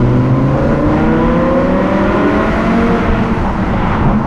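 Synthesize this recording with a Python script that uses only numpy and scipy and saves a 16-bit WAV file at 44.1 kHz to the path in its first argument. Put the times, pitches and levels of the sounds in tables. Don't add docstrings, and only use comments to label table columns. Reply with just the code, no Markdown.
import sys
import numpy as np
from scipy import signal
from scipy.fft import rfft, irfft, next_fast_len
from scipy.io import wavfile
from scipy.ndimage import uniform_filter1d, map_coordinates

SR = 44100
rng = np.random.default_rng(int(sys.argv[2]) if len(sys.argv) > 2 else 0)


def int16_out(signal):
    q = np.round(np.clip(np.atleast_2d(signal).T, -1, 1) * 32767)
    wavfile.write(sys.argv[1], SR, q.astype(np.int16))


def to_linear_factor(level_db):
    exponent = np.asarray(level_db, float) / 20
    return 10 ** exponent


N = 188262
TIME = np.arange(N) / SR


def unit(x):
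    return x / np.sqrt(np.mean(x ** 2) + 1e-20)


def along(points, hz):
    f, value = np.transpose(points)
    return np.interp(np.log(hz + 1), np.log(f + 1), value)


def curve(rows):
    s, value = np.transpose(rows)
    return np.interp(TIME, s, value)


def bumps(rows):
    return sum(height * np.exp(-((TIME - s) / length) ** 2) for s, height, length in rows)


def wobble(rate):
    coarse = np.arange(0, N / SR + .01, .004)
    knots = rng.standard_normal(int(N * 40 / SR) + 4)
    return np.interp(TIME, coarse, map_coordinates(knots, [coarse * min(rate, 40)]))


def rush(spectrum, patchy_db):
    _, _, z = signal.stft(rng.standard_normal(N + 2048), SR, nperseg=1024)
    patches = uniform_filter1d(rng.standard_normal(z.shape), size=8, axis=0)
    patches = uniform_filter1d(patches, size=5, axis=1)
    noise = signal.istft(z * to_linear_factor(patchy_db * unit(patches)), SR, nperseg=1024)[1]
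    m = next_fast_len(len(noise))
    colour = to_linear_factor(along(spectrum, np.fft.rfftfreq(m, 1 / SR)))
    return unit(irfft(rfft(noise, m) * colour, m)[:N])


# (t/s, f/Hz)
BANK_RATE = [
    (0, 120.5),
    (.5, 136.3),
    (.75, 145.8),
    (2, 197.5),
    (2.75, 229.9),
    (2.9, 233.7),
    (3.05, 234),
    (3.28, 233.6),
    (3.4, 218),
    (4.27, 137.1),
]


def crankshaft():
    bank_hz = curve(BANK_RATE)
    return bank_hz, 2 * np.pi * np.cumsum(bank_hz) / SR + .05 * wobble(14)


# (t/s, level/dB)
LIFT_OFF = [
    (0, 0),
    (2.95, 0),
    (3.22, -6),
    (4.27, -7),
]


def throttle():
    return curve(LIFT_OFF)


# (f/Hz, width/Hz, level/dB)
PIPE_MODES = [(190, 73, 1), (220, 37, -8.5), (323.4, 59, 9.5), (570, 93, 2.5), (800, 41, -8.5),
              (1024, 57, 2), (1340, 48, -18.5), (1860, 96, -11), (2650, 140, -18.5)]


def pipe_gain(hz):
    grid = np.arange(0, 4000, 4)
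    power = sum(to_linear_factor(2 * db) / (1 + (2 * (grid - f) / width) ** 2) for f, width, db in PIPE_MODES)
    return np.interp(hz, grid, np.sqrt(power))


# (f/Hz, width/Hz, level/dB)
CABIN_MODES = [(126.8, 16, -0.5), (157, 55, -7.5), (196.9, 24, -5.5), (228.8, 25.3, -3.5),
               (260.7, 31, -8.5), (315.7, 38, -4.5), (364.7, 40, -11.5)]
# (f/Hz, width/Hz, level/dB)
TAILPIPE_MODES = [(414, 25, -18.5), (495.2, 53, -7), (538.6, 59, -5.5), (591.5, 58, -10.5), (664, 98, -13),
                  (776, 35, -9.5), (1025, 107, -4.5), (1220, 280, -13.5), (1444, 79, -6.5),
                  (1856, 350, -11)]


def boom_gain(hz):
    grid = np.arange(0, 4000, 2)
    power = sum(to_linear_factor(2 * db) / (1 + (2 * (grid - f) / width) ** 4) ** 1.26
                for f, width, db in [*CABIN_MODES, *TAILPIPE_MODES])
    return np.interp(hz, grid, np.sqrt(power))


UNEVENNESS = [-5, -4.5, -4, -2.5, 1.5]
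# (fifths of the bank rate, level/dB, tilt/dB per octave of revs)
LEADING_TONES = [(5, 0, -3), (7, -10.5, -0.5), (8, -5.5, 1), (9, -9.5, 5.5), (10, 1, -7),
                 (11, -10.5, -18.5), (13, -9.5, -3.5), (15, 0.5, 2.5), (18, -11.5, -12), (19, -7.5, -11.5),
                 (20, -6, -17), (25, -6.5, -5.5), (30, -7.5, -2), (35, -13, 10), (40, -16.5, -1.5),
                 (45, -13, 2.5), (50, -15, 0.5), (55, -17.5, 0.5)]
# (fifths of the bank rate, t/s, level/dB, length/s)
TONE_SWELLS = [(7, 1.16, -15, .16), (7, 1.6, -17, .22), (7, 2.28, -11, .09), (4, 2.8, -16, .22),
               (16, .75, -21, .17), (9, 2.1, -21, .2), (10, 2.28, -21, .13), (10, 2.88, -19, .12),
               (15, 0, -21, .07)]


def exhaust_tones(bank_hz, turn, throttle_db):
    opens_s, opening_s, shut_db = .55, 0.033, -9
    muffled_db = shut_db * (1 - np.tanh((TIME - opens_s) / opening_s)) / 2
    octaves = np.log2(bank_hz / 162.8)
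    leads = {round(n): rest for n, *rest in LEADING_TONES}
    out = 0
    for fifth in range(1, 61):
        k = fifth / 5
        if fifth in leads:
            db, tilt_db = leads[fifth]
            level_db = -9.5 + db + tilt_db * octaves + 0.84 * k * throttle_db + (k > 3) * muffled_db
            size = to_linear_factor(level_db) * boom_gain(k * bank_hz)
        else:
            uneven_db = UNEVENNESS[(fifth - 1) % 5] * (1.5 if k > 3 else 1)
            size = to_linear_factor(uneven_db - 29.5) * to_linear_factor(2 * throttle_db) * pipe_gain(k * bank_hz)
        swells = [(s, to_linear_factor(db), length) for n, s, db, length in TONE_SWELLS if round(n) == fifth]
        size = size + bumps(swells)
        if fifth in (5, 7, 10, 15):
            flicker_db = 1.2
        elif fifth % 5 == 0:
            flicker_db = 2
        else:
            flicker_db = min(.7 * k, 3.5)
        flicker = to_linear_factor(flicker_db * wobble(18))
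        out = out + size * flicker * np.sin(k * turn + rng.uniform(0, 2 * np.pi))
    return out


# (t/s, level/dB)
EFFORT = [(0, -34.5), (.4, -37), (.75, -34.5), (.83, -36.5), (1, -30), (1.12, -32.5), (1.25, -31),
          (1.6, -34), (2.1, -28.5), (2.85, -28.5), (3.15, -28.5), (3.5, -35), (3.95, -27.5), (4.2, -39.5),
          (4.27, -36)]
# (f/Hz, level/dB per Hz)
RASP_COLOUR = [(300, -68), (800, -1.5), (1100, -3.5), (1450, -2), (1600, -10.5), (2000, -7.5),
               (2600, -14.5), (3300, -20), (5000, -45), (12000, -120)]


def exhaust_rasp(turn, throttle_db):
    gate = 1 + 0.098 * np.cos(turn)
    level_db = curve(EFFORT) + 6.5 + 0.13 * throttle_db
    return to_linear_factor(level_db) * unit(gate * rush(RASP_COLOUR, patchy_db=0.84))


# (f/Hz, decay by 60 dB/s)
TUNNEL_DECAY = [(100, 0.64), (500, 2.12), (1500, 4.3), (4000, 0.76)]


def tunnel_tail(x):
    frames = dict(fs=SR, nperseg=4096, noverlap=3072)
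    hz, t, z = signal.stft(x, **frames)
    keep = to_linear_factor(-120 * (t[1] - t[0]) / along(TUNNEL_DECAY, hz))
    stored = np.abs(z) ** 2
    stored[:, 0] = stored[:, 2]
    for i in range(1, len(t)):
        stored[:, i] = keep * stored[:, i - 1] + (1 - keep) * stored[:, i]
    lowered = np.array([np.interp(hz * 1.035, hz, column) for column in stored.T]).T
    noise = signal.stft(rng.standard_normal(N), **frames)[2]
    noise = noise / np.sqrt(np.mean(np.abs(noise) ** 2))
    return signal.istft(noise * np.sqrt(lowered), **frames)[1][:N]


def tunnel_answer(tones, throttle_db):
    exit_s, exit_length_s, outside_db = 3.87, 0.3, -8
    outside = (1 + np.tanh((TIME - exit_s) / exit_length_s)) / 2
    level_db = -8.5 + 2 * TIME - 0.49 * throttle_db + outside_db * outside
    return to_linear_factor(level_db) * tunnel_tail(tones)


# (t/s, buffet level/dB, road level/dB, length/s)
GUST_HITS = [(0, 5, -3, 0.048), (.72, 6, 7, 0.075), (0.809, -3, -22, 0.036), (.88, 7, 1, .03),
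             (1.055, 7.5, 1, 0.086), (1.7, 5, -0.5, .05), (2.24, -7, -1.5, 0.09), (2.594, 1, 3.5, 0.059),
             (3.11, 9.5, 2, 0.032), (3.459, 3, 2, 0.075), (3.7, 2.5, 1, 0.29), (4.11, 7.5, 4.5, 0.085)]
# (f/Hz, level/dB per Hz)
BUFFET_COLOUR = [(8, -34), (15, -1), (32, -5.5), (60, -4), (100, -9.5), (160, -27), (400, -57.5),
                 (2000, -120)]


def window_buffet():
    gusts_db = bumps([(s, db, length) for s, db, _, length in GUST_HITS])
    level_db = -21.5 + 1.5 * wobble(6.6) + gusts_db
    return to_linear_factor(level_db) * rush(BUFFET_COLOUR, patchy_db=0.0)


# (f/Hz, level/dB per Hz)
TYRE_COLOUR = [(40, -62.5), (100, -4), (160, -8.5), (210, -0.5), (280, -12.5), (600, -17.5), (900, -14.5),
               (1500, -25.5), (3000, -45.5), (8000, -120)]


def tyre_roar():
    gusts_db = bumps([(s, db, length) for s, _, db, length in GUST_HITS])
    level_db = -24 + 2 * TIME + gusts_db + 1.5 * wobble(18)
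    return to_linear_factor(level_db) * rush(TYRE_COLOUR, patchy_db=2.0)


# (t/s, level/dB)
WIND = [(0.0, -48.5), (0.29, -49), (0.37, -51.5), (0.73, -46), (0.85, -50), (0.92, -46), (1.11, -48.5),
        (1.59, -48), (1.6, -46), (1.79, -48), (2.79, -43), (3.18, -47), (3.98, -49), (4.25, -53.5)]
# (f/Hz, level/dB per Hz)
HISS_COLOUR = [(1000, -54), (2500, -9.5), (3300, -2.5), (4000, 1), (5000, -3), (6300, -5.5), (7200, -11.5),
               (8500, -16), (10000, -21), (11500, -29), (13000, -33.5), (15000, -38.5), (16000, -68.5),
               (22000, -120)]
# (f/Hz, level/dB per Hz)
AIRY_COLOUR = [(5000, -47.5), (8000, -7), (10000, -0.5), (12000, -6.5), (14000, -13), (15500, -24.5),
               (17000, -58.5), (22000, -120)]


def wind_hiss():
    hiss_db = curve(WIND) + 0.61 * wobble(12)
    airy_db = -63 + 1.5 * (uniform_filter1d(hiss_db, size=SR // 3) + 47)
    hiss = to_linear_factor(hiss_db + 2.04) * rush(HISS_COLOUR, patchy_db=0.2)
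    return hiss + to_linear_factor(airy_db) * rush(AIRY_COLOUR, patchy_db=3.5)


# (t/s, f/Hz, level/dB, length/s)
WALL_SLAPS = [
    (1.28, 36.9, -9, 0.033),
    (3.1, 79, -11.5, 0.022),
    (3.1, 30.1, -10, 0.042),
    (3.4, 27.6, -17, 0.063),
    (4.065, 135, -7, 0.031),
    (4.16, 137.8, -16, .05),
    (4.11, 32.2, -15.5, 0.038),
    (4.17, 216, -6, 0.052),
]


def wall_thuds():
    out = 0
    for s, hz, db, length in WALL_SLAPS:
        since = TIME - s
        out = out + to_linear_factor(db) * np.exp(-2 * (since / length) ** 2) * np.cos(2 * np.pi * hz * since)
    return out


def scene():
    bank_hz, turn = crankshaft()
    throttle_db = throttle()
    tones = exhaust_tones(bank_hz, turn, throttle_db)
    engine = tones + exhaust_rasp(turn, throttle_db) + tunnel_answer(tones, throttle_db)
    air = window_buffet() + tyre_roar() + wind_hiss()
    return (engine + air + wall_thuds())[None]


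def low_pass(x):
    return signal.sosfilt(signal.butter(12, 15150, fs=SR, output="sos"), x)


def record(dry):
    ceiling, hardness = .72, 3.5
    squashed = dry / (1 + np.abs(dry / ceiling) ** hardness) ** (1 / hardness)
    edge = np.minimum(np.arange(N), N + 90 - np.arange(N)) / (.002 * SR)
    fade = np.sin(np.pi / 2 * np.clip(edge, 0, 1)) ** 2
    return low_pass(squashed * fade)


dry = scene()
out = record(dry)
int16_out(out)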